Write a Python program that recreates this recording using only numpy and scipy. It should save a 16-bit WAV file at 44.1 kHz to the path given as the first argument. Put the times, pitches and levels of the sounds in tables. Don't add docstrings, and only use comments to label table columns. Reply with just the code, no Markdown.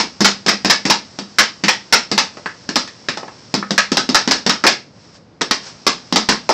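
import sys
import numpy as np
from scipy import signal
from scipy.fft import rfft, irfft
from scipy.io import wavfile
from scipy.ndimage import uniform_filter1d

SR = 44100
rng = np.random.default_rng(int(sys.argv[2]) if len(sys.argv) > 2 else 0)


def to_wav(sig):
    pcm = np.clip(np.atleast_2d(sig), -1, 1) * 32767
    pcm = np.round(pcm).astype(np.int16)
    wavfile.write(sys.argv[1], SR, pcm.T)


N = 287973
BLOW_SAMPLES = 2 ** 15

# frequency in Hz, level in dB.
PAD_COLOUR = [(40, -13.5), (110, -8.5), (160, 9), (210, 11.5), (320, 11.5), (600, 4), (900, 1), (1800, 3.5),
              (3100, -1.5), (4200, 5), (5500, 5), (6600, -4.5), (8000, -10.5)]


def from_db(db):
    return 10 ** (np.asarray(db) / 20)


def at_hz(points, hz):
    frequencies, values = np.transpose(points)
    return np.interp(np.log(np.maximum(hz, 1)), np.log(frequencies), values)


def bins_hz(size):
    return np.arange(size // 2 + 1) * SR / size


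def resonance(hz, centre, width):
    return 1 / (1 + (2 * (hz - centre) / width) ** 2)


def causal_filter(db):
    gain = from_db(db)
    cepstrum = irfft(np.log(gain / np.sqrt(np.mean(gain ** 2))))
    half = len(cepstrum) // 2
    cepstrum[1:half] *= 2
    cepstrum[half + 1:] = 0
    return np.exp(rfft(cepstrum))


def treble_loss(hz, edge_hz=7990, db_per_octave=170, depth_db=60):
    return -np.minimum(db_per_octave * np.log2(np.maximum(hz / edge_hz, 1)), depth_db)


def steady_noise(colour):
    hz = bins_hz(N)
    gain = from_db(at_hz(colour, hz) + treble_loss(hz))
    noise = irfft(rfft(rng.standard_normal(N)) * gain, N)
    return noise / np.std(noise)


def room_air(level_db=-46):
    # frequency in Hz, level in dB.
    colour = [(15, -69), (25, -36), (114, -1), (266, -4.5), (300, -8), (382, -9), (590, -11.5), (635, -15),
              (1190, -21), (3280, -32), (5060, -27), (8000, -44), (10400, -68), (17600, -120)]
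    return from_db(level_db) * steady_noise(colour)


def room_decay():
    # frequency in Hz, time to fall 60 dB in seconds.
    reverberation = [(100, 0.29), (220, 0.31), (500, 0.24), (1000, 0.22), (1800, 0.23), (3200, 0.25),
                     (5300, 0.25), (7500, 0.2)]
    t, hz = np.arange(BLOW_SAMPLES) / SR, bins_hz(BLOW_SAMPLES)
    centres, t60s = np.transpose(reverberation)
    bands = np.array([at_hz(np.c_[centres, row], hz) for row in np.eye(len(centres))])
    return bands, from_db(-60 * t / t60s[:, None])


def sliding(slide_db=-44.5, rest_from_s=4.92, rest_until_s=5.45, fade_s=0.2, grain_db=0.5):
    # frequency in Hz, level in dB.
    colour = [(200, -22.5), (330, -13), (600, -6), (1000, -5.5), (2000, -9), (2800, -10.5), (3700, -11),
              (4700, -3.5), (5450, -1), (6300, -11), (8000, -17.5)]
    # midpoint in seconds, half length in seconds, level in dB.
    strokes = [(5.06, 0.14, -48.5), (5.16, 0.021, -47), (5.673, 0.042, -36)]
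    t = np.arange(N) / SR
    moving = np.clip(np.maximum(rest_from_s - t, t - rest_until_s) / fade_s, 0, 1)
    scrapes = sum(from_db(db) * np.exp(-((t - s) / half_s) ** 2) for s, half_s, db in strokes)
    scuffs = uniform_filter1d(rng.standard_normal(N), size=300)
    grain = from_db(grain_db * scuffs / np.std(scuffs))
    return (from_db(slide_db) * moving + scrapes) * grain * steady_noise(colour)


def floor_thuds(taps, gain_db=2, reach_hz=60):
    # frequency in Hz, time to fall 60 dB in seconds, level in dB.
    floor_modes = [(199.6, 0.42, -11), (249.2, 0.16, -11.5), (297, 0.34, -35)]
    out, t = np.zeros(N + BLOW_SAMPLES), np.arange(BLOW_SAMPLES) / SR
    for s, level_db, flat_db, thump_hz in taps:
        hum = sum(resonance(hz, thump_hz, reach_hz) * from_db(db - 60 * t / t60)
                  * np.cos(2 * np.pi * hz * t) for hz, t60, db in floor_modes)
        start = round(s * SR)
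        out[start:start + BLOW_SAMPLES] += from_db(level_db + flat_db + gain_db) * hum
    return out[:N]


def snap_gain(s, level_db, room_radius_m=2.05):
    # time in seconds, distance from the microphone in metres.
    distances = [(0, 2.53), (2.1, 2.43), (3.0, 2), (3.55, 1.83), (4.15, 2.27), (4.55, 1.78), (5.5, 1.8),
                 (5.9, 2.05), (6.5, 2)]
    metres = np.interp(s, *np.transpose(distances))
    lightness_db = min(-0.52 * level_db, 9.5)
    return lightness_db + 20 * np.log10(room_radius_m / metres)


def contact(snap_db, decay, snap_s, rise_s=0.00039, echo_s=0.0085, echo_db=2, echo_decay_s=0.0087,
            build_s=0.0048, early_s=0.19):
    t = np.arange(BLOW_SAMPLES) / SR
    bands, envelopes = decay
    direct = from_db(snap_db) * np.exp(-t / snap_s) * (1 - np.exp(-t / rise_s))
    ceiling = from_db(echo_db) * (t > echo_s) * np.exp(-np.abs(t - echo_s) / echo_decay_s)
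    bunches = uniform_filter1d(rng.standard_normal(BLOW_SAMPLES), size=60)
    diffuse = (1 - np.exp(-t / build_s)) * from_db(bunches / np.std(bunches) * np.exp(-t / early_s))
    burst = rng.standard_normal(BLOW_SAMPLES) * np.sqrt(direct ** 2 + ceiling ** 2 + diffuse ** 2)
    return rfft(np.sum(irfft(rfft(burst) * bands) * envelopes, axis=0))


def uneven_modes(hz, spread_db=1.8):
    ripple = uniform_filter1d(rng.standard_normal(len(hz)), size=110)
    ripple = uniform_filter1d(ripple, size=110)
    return spread_db * ripple / np.std(ripple) * at_hz([(400, 0), (1000, 1)], hz)


def tilt(hz, thump_db, body_db, slap_db):
    balance = [(290, thump_db), (520, body_db), (950, body_db), (1500, 0), (2400, 0.012), (3800, slap_db)]
    return at_hz(balance, hz)


def blows(events, colour, tone, crack_db, snap_s, gain_db):
    # frequency in Hz, width in Hz, gain in dB.
    stick_modes = [(187, 26, -0.5), (451, 9, 3), (892, 153, 4.5), (1081, 25, 4.5), (1280, 31, 7.5),
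                   (1710, 79, 4.5), (1935, 45, 2), (2100, 240, 2), (2620, 500, 1.5), (4030, 150, -4),
                   (4970, 290, 2.5), (5340, 79, 5)]
    out, hz, decay = np.zeros(N + BLOW_SAMPLES), bins_hz(BLOW_SAMPLES), room_decay()
    colour_db = at_hz(colour, hz) + treble_loss(hz)
    modes_db = sum(db * resonance(hz, centre, width) for centre, width, db in stick_modes)
    for s, level_db, *landing in events:
        snap_db = crack_db + snap_gain(s, level_db)
        shape_db = colour_db + tone(hz, modes_db, *landing) + uneven_modes(hz)
        sound = irfft(contact(snap_db, decay, snap_s) * causal_filter(shape_db))
        start = max(round(s * SR), 0)
        out[start:start + BLOW_SAMPLES] += from_db(level_db + gain_db) * sound
    return out[:N]


def hollow_knocks(hollow_db=12.5, hollow_q=0.98):
    # start in seconds, level in dB, pitch in Hz, brightness in dB.
    knocks = [(2.3706, -33.5, 590, -1.5), (2.459, -22, 1700, -4), (3.1725, -25.5, 880, 2.5),
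              (3.231, -32.5, 740, -17), (3.2799, -35.5, 950, -10), (3.6267, -27, 1400, -12.5),
              (4.6385, -10.5, 1290, -1.5), (4.652, -15, 474, -30.5), (5.41, -19.5, 397, -4),
              (6.322, -21.5, 1590, 2), (6.491, -8.5, 786, -0.5)]

    def tone(hz, modes_db, pitch_hz, bright_db):
        hollow = hollow_db * resonance(hz, pitch_hz, pitch_hz / hollow_q)
        return modes_db + hollow + tilt(hz, thump_db=-5, body_db=0, slap_db=bright_db)

    return blows(knocks, PAD_COLOUR, tone, crack_db=1.76, snap_s=0.0049, gain_db=0.3)


def blade_taps(boom_db=5, boom_width_hz=45):
    # start in seconds, level in dB, flatness as dB of thump, thump in Hz.
    taps = [(0.2057, -8.5, 5, 213), (0.4628, -13.5, 2.5, 208), (0.6471, -9.5, 3.5, 178),
            (0.853, -12, 3, 222), (1.1879, -23.5, 4.5, 205), (1.6374, -12.5, -3, 202),
            (2.1147, -14.5, 3, 217), (2.6898, -21, 0, 258), (3.0857, -16.5, -9, 210),
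            (3.5402, -13, 4.5, 204), (3.707, -16, 6, 207), (3.9181, -13.5, 4.5, 251),
            (4.0902, -14.5, 9, 261), (4.2757, -14, 2.5, 266), (4.4637, -11, 4, 262), (6.125, -14, 6, 243)]

    def tone(hz, modes_db, flat_db, thump_hz):
        boom = boom_db * resonance(hz, thump_hz, boom_width_hz)
        return modes_db + boom + tilt(hz, flat_db, body_db=0.73 * flat_db, slap_db=0.58 * flat_db)

    return blows(taps, PAD_COLOUR, tone, crack_db=2.6, snap_s=0.0041, gain_db=-0.16) + floor_thuds(taps)


def puck_clacks(ring_db=8.5, ring_width_hz=160):
    # start in seconds, level in dB, flatness as dB of thump, ring in Hz.
    clacks = [(0, -12.5, 7.5, 2250), (0.2453, -3.5, 2.5, 1380), (0.4818, -6.5, 2.5, 1640),
              (0.6978, -4, -12, 1720), (0.8984, -5.5, 1, 900), (1.3848, -2, -3.5, 1700),
              (1.6816, -6.5, -11, 1880), (1.925, -2, -2, 1390), (2.1779, -7, -3.5, 870),
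              (2.7571, -10, 7.5, 1260), (2.8759, -34, -10, 1770), (3.7788, -7.5, -15.5, 1690),
              (3.9699, -9.5, 8.5, 1530), (4.1455, -4.5, -4.5, 1320), (4.3101, -8, 5, 1000),
              (4.4947, -9.5, -5, 1280), (4.6658, -4, -11, 1680), (5.4157, -18.5, -10.5, 910),
              (5.5101, -11.5, 4, 1850), (5.8661, -7.5, 6, 1140), (6.1589, -7.5, 9, 1300),
              (6.2881, -7, 12, 1600)]
    # frequency in Hz, level in dB.
    colour = [(40, -20.5), (110, -24), (160, -11.5), (210, -2.5), (320, -4.5), (600, -3.5), (900, -3),
              (1800, -2), (3000, -5), (4200, -1), (5500, 0), (6600, -8), (8000, -14)]

    def tone(hz, modes_db, flat_db, ring_hz):
        rings = np.maximum(modes_db, ring_db * resonance(hz, ring_hz, ring_width_hz))
        return rings + tilt(hz, flat_db, body_db=0.28 * flat_db, slap_db=0.23 * flat_db)

    return blows(clacks, colour, tone, crack_db=1.85, snap_s=0.0053, gain_db=0.29)


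def scene():
    return (blade_taps() + puck_clacks() + hollow_knocks() + sliding() + room_air())[None]


def record(dry, full_scale=0.8, hardness=8, cutoff_hz=16000):
    clipped = dry / (1 + np.abs(dry / full_scale) ** hardness) ** (1 / hardness)
    rounded = signal.sosfiltfilt(signal.butter(1, 15000, fs=SR, output="sos"), clipped)
    return signal.sosfiltfilt(signal.ellip(8, .05, 50, cutoff_hz, fs=SR, output="sos"), rounded)


dry = scene()
out = record(dry)
to_wav(out)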